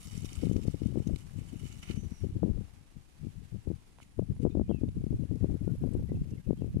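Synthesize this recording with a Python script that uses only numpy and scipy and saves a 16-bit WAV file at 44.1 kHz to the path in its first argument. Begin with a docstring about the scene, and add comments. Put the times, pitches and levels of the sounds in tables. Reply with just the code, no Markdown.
"""Gusts thump and rumble on a hand-held phone's two microphone ports, mostly the windward left one.
The wind is swirling pressure, with a sharp spike whenever an eddy crosses the port.
Close by, dry grass stalks rub, scrape and snap, then settle into the hush of an open field.
A few light taps tick through the phone's case; far birds whistle, and later two insects
scrape out a thin, high buzz with their wings."""
import sys
import numpy as np
from scipy import signal
from scipy.fft import rfft, irfft, next_fast_len
from scipy.io import wavfile
from scipy.ndimage import uniform_filter1d, map_coordinates

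SR = 44100
rng = np.random.default_rng(int(sys.argv[2]) if len(sys.argv) > 2 else 0)


def int16_out(signal):
    """Quantize to a 16-bit WAV file."""
    q = np.round(np.clip(np.atleast_2d(signal).T, -1, 1) * 32767)
    wavfile.write(sys.argv[1], SR, q.astype(np.int16))


N = 299880

# the hush of the field: t/s, level/dB, treble tilt/dB
HUSH_LEVELS = [(0, -60.5, -2), (2.7, -63.5, 0.5), (2.95, -66, 1), (3.3, -66, 3.5), (3.9, -66.5, 1.5),
               (4.55, -68, 2), (5, -66.5, 2), (5.9, -64.5, 1), (6.4, -67.5, 2.5), (6.8, -67, 2)]
# its tone on each port, and the tone of its windward part: f/Hz, gain/dB
HUSH_LEFT_EQ = [(20, 38), (90, 27.5), (250, 16.5), (450, 2.5), (800, 9), (1500, -1.5), (3300, -2),
                (6000, -4.5), (10800, -4), (12500, -9.5), (15700, -22)]
HUSH_RIGHT_EQ = [(20, 25), (90, 20), (140, 15.5), (260, 21.5), (450, 11), (680, 5.5), (1300, 4), (2500, 4),
                 (3800, -1), (7000, -2.5), (10300, -4.5), (12000, -11.5), (13500, -17), (15700, -36)]
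WINDWARD_EQ = [(500, -14), (1400, -40), (2400, -8), (5000, -19), (9000, -30)]
# two insects, one after the other: t/s, level/dB, centre f/Hz
THIN_BUZZ = [(3.7, -100, 9660), (3.97, -80, 9650), (4.3, -81.5, 9550), (4.43, -77, 9750),
             (4.52, -110, 9750)]
BROAD_BUZZ = [(4.45, -110, 10200), (4.75, -83.5, 10340), (5.35, -83, 10600), (5.7, -78.5, 11050),
              (5.95, -76, 11050), (6.25, -84, 11350), (6.8, -83, 11400)]
# a bird's call, with a soft lead-in, a jump and a long fall: t/s into the call, f/Hz, level/dB
CALL_SHAPE = [(0, 2500, -10), (.045, 2400, -4), (.056, 3280, 4), (.072, 3170, 2.5), (.092, 2720, 1.5),
              (.125, 2620, 3), (.16, 2400, -3), (.175, 2300, -30)]
# its entries, the second cut short: t/s, level/dB, length/s
CALL_CUES = [(4.638, -68, .175), (6.524, -75.5, 0.12)]
# short notes of other birds: t/s, length/s, start f/Hz, end f/Hz, level/dB
BIRD_NOTES = [(1.77, 0.22, 5890, 6400, -65), (1.937, .135, 6230, 5900, -62),
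              (2.079, 0.17, 5870, 5690, -64.5), (4.497, 0.028, 3900, 3480, -64),
              (4.503, 0.023, 2580, 2420, -67), (5.392, 0.037, 1830, 1890, -71),
              (5.66, 0.055, 1427, 1394, -68), (5.77, 0.12, 1410, 1430, -77.5),
              (5.955, 0.037, 1555, 1520, -74), (6.08, 0.03, 2010, 1950, -62), (6.14, .03, 2620, 2660, -70),
              (6.317, .035, 2800, 2650, -73), (6.371, 0.016, 2200, 1880, -64)]
# light taps on the case: t/s, level/dB
CASE_TAPS = [(1.297, -54.5), (2.534, -60), (3.986, -50), (4.002, -55), (4.322, -58), (4.365, -59),
             (4.495, -59)]
# their dull tone: f/Hz, gain/dB
CASE_EQ = [(100, 27), (1000, 19), (2200, 8), (3500, 2), (9000, -12), (14000, -26)]

# the grass sways in two slow swells: t/s, level/dB, treble tilt/dB
GRASS_SWELLS = [(0.0, -65.5, 6.5), (0.36, -64, 2.5), (0.6, -68.5, 2), (1.0, -71.5, 0.5), (1.3, -79, 8.5),
                (1.55, -67.5, 0), (1.8, -65.5, 2), (2.0, -71, -1.5), (2.25, -70, -1.5), (2.6, -99, -4)]
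# stalks sliding past each other: t/s, length/s, level/dB, treble tilt/dB
STALK_SCRAPES = [(0.145, 0.14, -68, 7), (0.364, 0.13, -59.5, -6), (1.175, 0.053, -62.5, 3),
                 (1.363, 0.084, -63, -19), (1.609, 0.15, -63, -2), (1.806, 0.062, -53, -18),
                 (1.853, 0.092, -49, -21.5), (1.943, 0.046, -58.5, -4.5), (3.985, 0.085, -68.5, -7),
                 (4.408, .04, -69, 0)]
# stalks breaking: t/s, level/dB, treble tilt/dB, ring f/Hz
STALK_SNAPS = [(0.028, -50, 4, 10000), (0.0975, -60, -7, 3050), (0.175, -53, 8, 6000),
               (0.2182, -50, 0, 6700), (0.2453, -48, 2, 5700), (0.2885, -44, -18, 3680),
               (0.3292, -49, 6, 6040), (0.3533, -45, 0, 8000), (0.453, -53, 1, 3800), (0.493, -57, 3, 7500),
               (0.53, -51, 2, 7080), (0.563, -39, -12, 5500), (0.632, -51.5, -3, 7000),
               (0.6734, -54, 5, 4670), (0.831, -45, -21, 4710), (0.8686, -51.5, 1, 8700),
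               (1.072, -45, -2, 6300), (1.158, -43.5, -1.5, 3840), (1.7235, -46, -4, 6620),
               (1.829, -44, -6, 5970), (1.9084, -38.5, -10, 4270), (4.025, -56, -11, 2680),
               (4.028, -56.5, 1, 6860), (4.43, -53, -9, 8000), (4.886, -55.5, -5, 3780),
               (5.3542, -60.5, 1, 5190), (5.9329, -63, 6, 8200), (6.305, -60, 3, 6000)]
# resonances of a clump of stalks and of the duct behind each port: f/Hz, width/Hz, gain/dB
CLUMP_RESONANCES = [(1250, 380, 6.5), (3180, 230, 4.5), (3700, 300, 5.5), (4800, 330, 5.5),
                    (5500, 350, 4.5), (7760, 400, 0)]
LEFT_DUCT = [(1750, 350, 3), (2340, 170, 4), (2920, 370, 3), (4770, 250, -10), (5630, 170, .7)]
RIGHT_DUCT = [(2090, 410, 9.1), (2970, 270, 8.6), (4460, 220, 1.6), (5270, 300, 2.2), (7000, 300, 2.8)]
# the tone of the ticking tips, and of the whole rustle on each port: f/Hz, gain/dB
TIP_EQ = [(1000, -28), (4000, -12), (8000, -9), (15000, 16)]
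GRASS_LEFT_EQ = [(200, -30), (700, -6), (1350, -17), (2080, -3.5), (2900, -3.5), (4200, -2.5), (5400, -3.5),
                 (8500, -3.5), (11700, -6.5), (15700, -20.5)]
GRASS_RIGHT_EQ = [(200, -26), (680, -10.5), (1350, -2.5), (1700, -19), (2500, 4), (3500, -6), (4200, -6.5),
                  (5700, -1.5), (6900, -1), (8100, -1), (11000, -5), (12500, -19), (15000, -33)]
# how much rustle reaches both ports directly, the rest being scattered: f/Hz, share of power
DIRECT_SHARE = [(300, .14), (1400, .51), (3000, .68), (7000, .37), (15000, .3)]

# pressure spectra of slow swirls, brisk eddies and fine tearing: f/Hz, gain/dB
SWIRL_EQ = [(10, 1), (25, -12), (45, -5), (85, 1), (130, -1), (200, -8.5), (300, -34.5), (500, -62),
            (900, -79), (2000, -120)]
BRISK_EQ = [(30, -44), (100, -13.5), (180, 3), (270, 1), (400, -11), (550, -29.5), (800, -40.5),
            (1400, -61), (3000, -120)]
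TEAR_EQ = [(100, -2), (300, 5), (480, 4), (700, -11), (950, -26.5), (1500, -35), (2500, -70), (5000, -120)]
# the tone of the sheltered port's rumble: f/Hz, gain/dB
SHELTER_EQ = [(40, 2.5), (80, 1.5), (130, 2.2), (300, 2.5)]
# the light breeze between the puffs: t/s, level/dB
BREEZE_LEFT = [(0, -55.5), (.1, -45.5), (.28, -43), (.4, -35), (.78, -67), (1.2, -45), (1.8, -44),
               (2.18, -55), (2.8, -52), (2.9, -69), (3.15, -62), (3.6, -74), (3.76, -40), (3.86, -77),
               (4.02, -53.5), (4.12, -66), (4.4, -39), (6.8, -54)]
BREEZE_RIGHT = [(0, -75.5), (2.2, -78.5), (4.2, -67.5), (4.6, -55), (5.25, -58.5), (5.36, -50), (5.65, -47),
                (5.9, -61), (6.45, -57.5), (6.55, -46), (6.8, -50.5)]
# puffs of wind: t/s, hold/s, level/dB, port ("L" or "R")
WIND_PUFFS = [(0.059, 0.019, -40, "L"), (0.134, 0.055, -36.5, "L"), (0.223, 0.007, -35.5, "L"),
              (0.425, 0.17, -31, "L"), (0.528, 0.12, -55, "R"), (0.612, 0.078, -34, "L"),
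              (0.744, 0.007, -32.5, "L"), (0.822, 0.079, -32.5, "L"), (0.925, 0.085, -30, "L"),
              (0.983, 0.014, -42, "R"), (1.071, 0.073, -29.5, "L"), (1.348, 0.073, -36, "L"),
              (1.536, 0.022, -34.5, "L"), (1.617, 0.029, -36.5, "L"), (1.899, 0.033, -34, "L"),
              (1.947, .04, -31.5, "L"), (2.035, 0.026, -33.5, "L"), (2.097, 0.0099, -39, "L"),
              (2.228, 0.024, -28.5, "L"), (2.292, 0.017, -34.5, "L"), (2.327, 0.035, -38.5, "R"),
              (2.356, 0.024, -32.5, "L"), (2.427, 0.082, -27.5, "L"), (2.554, 0.073, -32, "L"),
              (2.971, 0.0063, -36.5, "L"), (3.205, 0.086, -38.5, "L"), (3.353, 0.1, -42, "L"),
              (3.526, 0.038, -34, "L"), (3.671, 0.041, -33, "L"), (4.195, 0.037, -32, "L"),
              (4.291, 0.02, -33.5, "L"), (4.318, 0.047, -40, "R"), (4.399, 0.099, -29.5, "L"),
              (4.538, 0.084, -27.5, "L"), (4.609, 0.059, -42.5, "R"), (4.686, 0.091, -36.5, "L"),
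              (4.72, 0.027, -49, "R"), (4.814, 0.08, -33.5, "L"), (4.873, 0.014, -32.5, "R"),
              (4.947, 0.093, -40, "R"), (4.968, 0.046, -32.5, "L"), (5.104, 0.044, -31.5, "L"),
              (5.132, 0.033, -34.5, "R"), (5.19, 0.057, -29.5, "L"), (5.301, 0.061, -30.5, "L"),
              (5.408, 0.046, -29, "L"), (5.491, 0.063, -28.5, "L"), (5.61, 0.14, -30.5, "L"),
              (5.773, 0.039, -35.5, "R"), (5.814, 0.18, -30.5, "L"), (5.973, 0.034, -33.5, "R"),
              (6.022, 0.033, -33.5, "L"), (6.093, 0.095, -33, "L"), (6.098, 0.12, -33.5, "R"),
              (6.253, 0.13, -35, "L"), (6.322, 0.02, -40, "R"), (6.47, 0.021, -30.5, "L"),
              (6.579, 0.11, -35, "L"), (6.685, 0.075, -36.5, "R"), (6.746, 0.066, -30, "L")]
# the hardest eddies that thump the left port: t/s, level/dB, half width/s
HARD_EDDIES = [(0.246, -23, 0.00099), (0.434, -17, 0.00077), (0.438, -17.5, 0.00079), (0.47, -17, 0.0009),
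               (0.497, -18.5, 0.0012), (0.514, -13, 0.0009), (0.564, -11.5, 0.00099),
               (0.654, -24.5, 0.00077), (0.682, -13, 0.0011), (0.748, -23.5, 0.0015), (0.819, -18, 0.00089),
               (0.86, -16.5, 0.0013), (0.958, -22, 0.00064), (0.974, -15.5, 0.00087), (1.003, -20, 0.00095),
               (1.072, -17, 0.0011), (1.135, -24, 0.0012), (1.901, -19.5, 0.001), (2.121, -21.5, 0.0015),
               (2.239, -17, 0.0011), (2.252, -22, .0012), (2.432, -14.5, 0.00056), (2.438, -16, 0.00085),
               (2.449, -19, 0.0024), (2.462, -20, 0.00078), (2.473, -24, .0011), (2.493, -23, 0.00082),
               (2.511, -21.5, 0.0043), (3.27, -24, 0.0011), (3.674, -19.5, 0.00086),
               (3.703, -19.5, 0.00089), (3.715, -19, 0.00086), (4.194, -12.5, 0.00066),
               (4.225, -23, 0.00098), (4.302, -16.5, 0.0018), (4.4522, -9, 0.00068), (4.464, -19, 0.00058),
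               (4.47, -18.5, 0.00072), (4.553, -18.5, 0.00064), (4.572, -14, 0.00083),
               (4.597, -17.5, 0.00058), (4.615, -23, 0.0006), (4.695, -17, 0.00073),
               (4.704, -15.5, 0.00072), (4.713, -16, 0.00057), (4.747, -18.5, 0.00095),
               (4.814, -23.5, 0.00097), (4.835, -17.5, 0.00082), (4.842, -18.5, 0.0012),
               (5.041, -19.5, .001), (5.067, -19, 0.001), (5.108, -19, 0.0012), (5.128, -19.5, 0.00087),
               (5.21, -26, 0.0012), (5.314, -24, 0.00073), (5.428, -16, 0.0015), (5.444, -13.5, 0.00075),
               (5.543, -21, 0.001), (5.678, -16, 0.00077), (5.839, -20.5, 0.0006), (5.85, -20.5, 0.00098),
               (5.952, -16, 0.0008), (6.119, -18.5, 0.00076), (6.218, -17.5, .0014), (6.491, -18.5, 0.0013),
               (6.508, -10.5, 0.00073), (6.531, -19.5, 0.00076), (6.621, -20, 0.00071),
               (6.644, -24, 0.0008), (6.77, -14, 0.001)]

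PORT_LAG_S = 0.00118  # direct rustle and windward hiss reach the right port this late, phase flipped


def amp(db):
    """Decibels to gain."""
    return 10 ** (np.asarray(db) / 20)


def unit(x):
    """Scale to rms 1."""
    return x / np.sqrt(np.mean(x ** 2) + 1e-20)


def clock():
    """Time of every sample in seconds."""
    return np.arange(N) / SR


def curves(rows):
    """One automation curve for each column after the time."""
    times, *columns = np.transpose(rows)
    return [np.interp(clock(), times, column) for column in columns]


def wobble(rate):
    """A smooth random curve with `rate` knots a second."""
    return map_coordinates(rng.standard_normal(int(N * rate / SR) + 4), [clock() * rate])


def filtered(x, response):
    """Apply a gain given as a function of frequency."""
    size = next_fast_len(N + 8192)
    return irfft(rfft(x, size) * response(np.fft.rfftfreq(size, 1 / SR)), size)[..., :N]


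def eq(x, points):
    """Apply an EQ curve drawn on a log frequency axis."""
    f, db = np.transpose(points)
    return filtered(x, lambda hz: amp(np.interp(np.log(hz + 1), np.log(f), db)))


def tilted(x, tilt_db, split_hz):
    """Raise or lower the treble above the split."""
    low = filtered(x, lambda hz: 1 / (1 + (hz / split_hz) ** 4))
    return low + amp(tilt_db) * (x - low)


def bells(hz, resonances):
    """Gain of a set of bell-shaped peaks and dips."""
    return amp(sum(db / (1 + (2 * (hz - centre) / width) ** 2) for centre, width, db in resonances))


def lagged(x, lag_s):
    """The same sound, arriving later."""
    return filtered(x, lambda hz: np.exp(-2j * np.pi * hz * lag_s))


def crackle(grain_db, bunch_db):
    """Countless tiny contacts of uneven size, coming in bunches: three unrelated streams."""
    return unit(rng.standard_normal((3, N)) * amp(grain_db * wobble(1500) + bunch_db * wobble(70)))


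def whistle(hz):
    """A sine of rms 1 that follows a pitch curve."""
    return np.sqrt(2) * np.sin(2 * np.pi * np.cumsum(hz) / SR)


def over_ground(x, diffuse, lag_s, decay_s=0.23):
    """One source on both ports: the right hears it later, and the ground scatters a share of it."""
    t = np.arange(SR // 4) / SR
    tail = rng.standard_normal((2, len(t))) * amp(-60 * t / decay_s)
    tail /= np.linalg.norm(tail, axis=1, keepdims=True)
    direct = np.array([x, lagged(x, lag_s)])
    scattered = signal.fftconvolve(x[None], tail, axes=1)[:, :N]
    return np.sqrt(1 - diffuse) * direct + np.sqrt(diffuse) * scattered


def field_hush():
    """The bed: far vegetation hisses from all sides, part of it from the windward left."""
    level_db, tilt_db = curves(HUSH_LEVELS)
    swell_db = .25 * wobble(6)
    left, right, windward = crackle(grain_db=1.5, bunch_db=1)
    windward = eq(windward, WINDWARD_EQ)
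    left = eq(left + windward, HUSH_LEFT_EQ)
    right = eq(right - lagged(windward, PORT_LAG_S), HUSH_RIGHT_EQ)
    return amp(level_db + swell_db) * tilted(np.array([left, right]), tilt_db, split_hz=1540)


def insect(rows, half_width_hz, strokes_per_s, stroke_db):
    """Each wing stroke scrapes out a band of very high noise."""
    level_db, centre_hz = curves(rows)
    rasp = filtered(rng.standard_normal(N), lambda hz: (1 + (hz / half_width_hz) ** 6) ** -.5)
    stroke_hz = strokes_per_s * (1 + .04 * wobble(8))
    pulsing = amp(stroke_db * np.sin(2 * np.pi * np.cumsum(stroke_hz) / SR))
    buzz = unit(rasp * whistle(centre_hz) * pulsing)
    return amp(level_db) * over_ground(buzz, diffuse=.35, lag_s=.00009) * amp([[1], [-2]])


def insects():
    """A thin, narrow buzz gives way to a broader, smoother one."""
    thin = insect(THIN_BUZZ, half_width_hz=410, strokes_per_s=35, stroke_db=11)
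    broad = insect(BROAD_BUZZ, half_width_hz=700, strokes_per_s=37, stroke_db=7.5)
    return thin + broad


def chatter(count=18, span_s=(5.15, 6.75), range_hz=(1400, 3200), pip_s=.04, glide=.07):
    """The farthest birds: faint pips at random moments and pitches, as rows like BIRD_NOTES."""
    when, pitch, bend, loudness = rng.uniform(-1, 1, (count, 4)).T
    starts = np.interp(when, [-1, 1], span_s)
    start_hz = np.exp(np.interp(pitch, [-1, 1], np.log(range_hz)))
    end_hz = start_hz * (1 + glide * bend)
    return list(zip(starts, [pip_s] * count, start_hz, end_hz, -78 + 2 * loudness))


def birds(call_waver=.014, note_waver=.024):
    """Far whistles, mostly on the right, their pitch made unsteady by the moving air."""
    out = np.zeros(N + SR)
    shape_s, shape_hz, shape_db = np.transpose(CALL_SHAPE)
    tremble = wobble(380)
    for s, db, length in CALL_CUES:
        start, t = round(s * SR), np.arange(int(length * SR)) / SR
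        hz = np.interp(t, shape_s, shape_hz) * (1 + call_waver * tremble[start:][:len(t)])
        release = np.minimum((length - t) / .015, 1)
        out[start:][:len(t)] += amp(db + np.interp(t, shape_s, shape_db)) * release * whistle(hz)
    for s, length, start_hz, end_hz, db in BIRD_NOTES + chatter():
        start, n = round(s * SR), int(length * SR)
        hz = np.linspace(start_hz, end_hz, n) * (1 + note_waver * tremble[start:][:n])
        out[start:][:n] += amp(db) * np.sin(np.linspace(0, np.pi, n)) * whistle(hz)
    return over_ground(out[:N], diffuse=.32, lag_s=.0007) * amp([[-9], [1]])


def case_taps(decay_s=.0099):
    """Short, dull ticks through the case, close to the right port."""
    out, t = np.zeros(N + SR), np.arange(SR // 50) / SR
    for s, db in CASE_TAPS:
        out[round(s * SR):][:len(t)] += amp(db - 60 * t / decay_s) * rng.standard_normal(len(t))
    return eq(out[:N], CASE_EQ) * amp([[-13], [0]])


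def speckled(x, depth_db):
    """Each stalk sounds briefly in its own narrow band, so the rustle's colour keeps shifting."""
    spectrogram = signal.stft(x, nperseg=256)[2]
    patches = uniform_filter1d(rng.standard_normal(spectrogram.shape[1:]), size=4, axis=0)
    patches = unit(uniform_filter1d(patches, size=6, axis=1))
    return unit(signal.istft(spectrogram * amp(depth_db * patches), nperseg=256)[1][:, :N])


def clump_ring(x, fade_centre_s=1.05, fade_s=.33):
    """A clump of stalks rings with the friction and drops out as the first swell ends."""
    mix = np.clip((fade_centre_s - clock()) / fade_s + .5, 0, 1)
    ringing = filtered(x, lambda hz: bells(hz, CLUMP_RESONANCES))
    return x + mix * (ringing - x)


def rustle(settle_db_per_s=23):
    """Dry stalks rub and their tips tick, coming to rest after the last swell."""
    level_db, tilt_db = curves(GRASS_SWELLS)
    settling_db = -settle_db_per_s * np.maximum(clock() - GRASS_SWELLS[-1][0], 0)
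    ticks = rng.standard_normal((3, N)) * amp(np.minimum(7 * wobble(700), 17))
    ticks = amp(-3) * unit(eq(ticks, TIP_EQ))
    friction = clump_ring(speckled(crackle(grain_db=4.2, bunch_db=1.5), depth_db=2.5))
    return tilted(amp(level_db + settling_db) * (friction + ticks), tilt_db, split_hz=3900)


def scrapes():
    """Two stalks slide past each other: a short, gritty swell."""
    envelope = np.zeros(N)
    for s, length, db, _ in STALK_SCRAPES:
        envelope += amp(db) * np.sin(np.pi * np.clip((clock() - s) / length, 0, 1))
    tilt_db = curves(STALK_SCRAPES)[-1]
    return tilted(envelope * crackle(grain_db=4.5, bunch_db=3), tilt_db, split_hz=3540)


def snaps(ring_db=9, ring_width_hz=600):
    """A stalk breaks: its fibres give way in a quick burst and ring it at its own pitch."""
    out, t = np.zeros((3, N + SR)), np.arange(SR // 12) / SR
    hz = np.fft.rfftfreq(len(t), 1 / SR)
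    envelope = np.exp(-np.log((t + 1e-6) / .0022) ** 2 / 1.1)  # peaks after 2.2 ms
    for s, db, _, stalk_hz in STALK_SNAPS:
        fracture = envelope * rng.standard_normal((3, len(t)))
        stalk = unit(1 + amp(ring_db) / (1 + 2j * (hz - stalk_hz) / ring_width_hz))
        out[:, round(s * SR):][:, :len(t)] += amp(db - 9.5) * irfft(rfft(fracture) * stalk, len(t))
    tilt_db = curves(STALK_SNAPS)[1]
    return tilted(out[:, :N], tilt_db, split_hz=3600)


def hand_and_duct(x, resonances, echo, echo_s=.001135, dull_hz=7000):
    """A dull reflection off the soft hand combs the sound; the duct behind the port colours it."""
    comb = lambda hz: 1 + echo * np.exp(-2j * np.pi * hz * echo_s) / (1 + (hz / dull_hz) ** 2)
    return filtered(x, lambda hz: comb(hz) * bells(hz, resonances))


def grass():
    """Close stalks: their direct sound reaches the left port first, the rest arrives scattered."""
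    direct, *scattered = rustle() + scrapes() + snaps()
    share = lambda hz: np.interp(hz, *np.transpose(DIRECT_SHARE))
    pair = filtered(np.array([direct, -lagged(direct, PORT_LAG_S)]), lambda hz: share(hz) ** .5)
    left, right = pair + filtered(np.array(scattered), lambda hz: (1 - share(hz)) ** .5)
    left = eq(hand_and_duct(left, LEFT_DUCT, echo=.42), GRASS_LEFT_EQ)
    right = eq(hand_and_duct(right, RIGHT_DUCT, echo=-.28), GRASS_RIGHT_EQ)
    return amp(8.5) * np.array([left, right])


def puff(start, hold_s, db, fall_db_per_s=452, rise_db_per_s=816):
    """Power envelope of one puff of wind: fast attack, hold, release."""
    t = clock() - start
    fade_db = rise_db_per_s * np.maximum(-t, 0) + fall_db_per_s * np.maximum(t - hold_s, 0)
    return 10 ** ((db - np.minimum(fade_db, 100)) / 10)


def wind_level(breeze, port, hard_eddies, flutter_db=1.1):
    """Fluttering wind strength on one port in dB: breeze, puffs and the wakes hard eddies drag."""
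    breeze_power = amp(curves(breeze)[0]) ** 2
    puffs = sum(puff(s, hold_s, db) for s, hold_s, db, side in WIND_PUFFS if side == port)
    wakes = sum(puff(s, 0, db - 16, fall_db_per_s=431) for s, db, _ in hard_eddies)
    return 10 * np.log10(breeze_power + puffs + wakes) + flutter_db * wobble(28)


def turbulence(spectrum, lumpy_db):
    """Pressure that comes in quick lumps, levelled so that it holds steady over a whole puff."""
    pressure = unit(eq(rng.standard_normal(N) * amp(lumpy_db * wobble(110)), spectrum))
    power = uniform_filter1d(uniform_filter1d(pressure ** 2, size=1300), size=900)
    return pressure / np.sqrt(np.abs(power) + 1e-6)


def buffet(level_db, swirl_db, brisk_db, tear_db, brisk_growth, tear_growth):
    """Wind on one port: the harder it blows, the more of its energy goes into small, fast eddies."""
    force_db = np.minimum(level_db + 31, 3)  # the tone stops brightening in the hardest puffs
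    swirl = amp(swirl_db) * turbulence(SWIRL_EQ, lumpy_db=7)
    brisk = amp(brisk_db + brisk_growth * force_db) * turbulence(BRISK_EQ, lumpy_db=11)
    tear = amp(tear_db + tear_growth * force_db) * turbulence(TEAR_EQ, lumpy_db=26.5)
    return amp(level_db) * (swirl + brisk + tear)


def small_eddies(level_db, per_s=14, over_wind_db=7.5, half_width_s=.0017):
    """Random eddies whose strength follows the wind that carries them, as rows like HARD_EDDIES."""
    count = int(N / SR * per_s)
    jitter, strength, size = rng.uniform(-1, 1, (count, 3)).T
    times = (np.arange(count) + .5 + .5 * jitter) / per_s
    db = np.interp(times, clock(), level_db) + over_wind_db + 4 * strength
    return list(zip(times, db, half_width_s * np.exp(.53 * size)))


def eddy_thumps(rows):
    """A vortex crossing the port gives a sharp pressure spike and a slower suck behind it."""
    out, t = np.zeros(N + SR), np.arange(-SR // 50, SR // 50) / SR
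    for s, db, half_width_s in rows:
        passage = t / half_width_s
        spike = 1 / np.cosh(np.clip(1.59 * passage, -50, 50))
        suck = np.exp(-((passage - 1.6) / 1.15) ** 2)
        suck *= spike.sum() / suck.sum()  # no net pressure is left
        out[round(s * SR):][:len(t)] += amp(db) * (spike - suck)
    return out[len(t) // 2:][:N]


def wind():
    """The left port faces the wind and takes the thumps; the sheltered right mostly rumbles."""
    left_db = wind_level(BREEZE_LEFT, "L", HARD_EDDIES)
    right_db = wind_level(BREEZE_RIGHT, "R", [])
    left = buffet(left_db, swirl_db=-.23, brisk_db=-5, tear_db=-16.5, brisk_growth=.89, tear_growth=1)
    right = buffet(right_db, swirl_db=0, brisk_db=-10, tear_db=-42, brisk_growth=1, tear_growth=.5)
    thumps = eddy_thumps(HARD_EDDIES + small_eddies(left_db))
    return np.array([left + thumps, eq(right, SHELTER_EQ)])


def scene():
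    """The stereo mix: wind, grass and taps up close, with the field and its wildlife behind."""
    return wind() + grass() + case_taps() + field_hush() + birds() + insects()


def record(dry, low_cut_hz=15, top_hz=15700):
    """The phone blocks subsonic drift and keeps nothing above its band limit."""
    return filtered(dry, lambda hz: hz ** 4 / (hz ** 4 + low_cut_hz ** 4) * (hz < top_hz))


dry = scene()
out = record(dry)
int16_out(out)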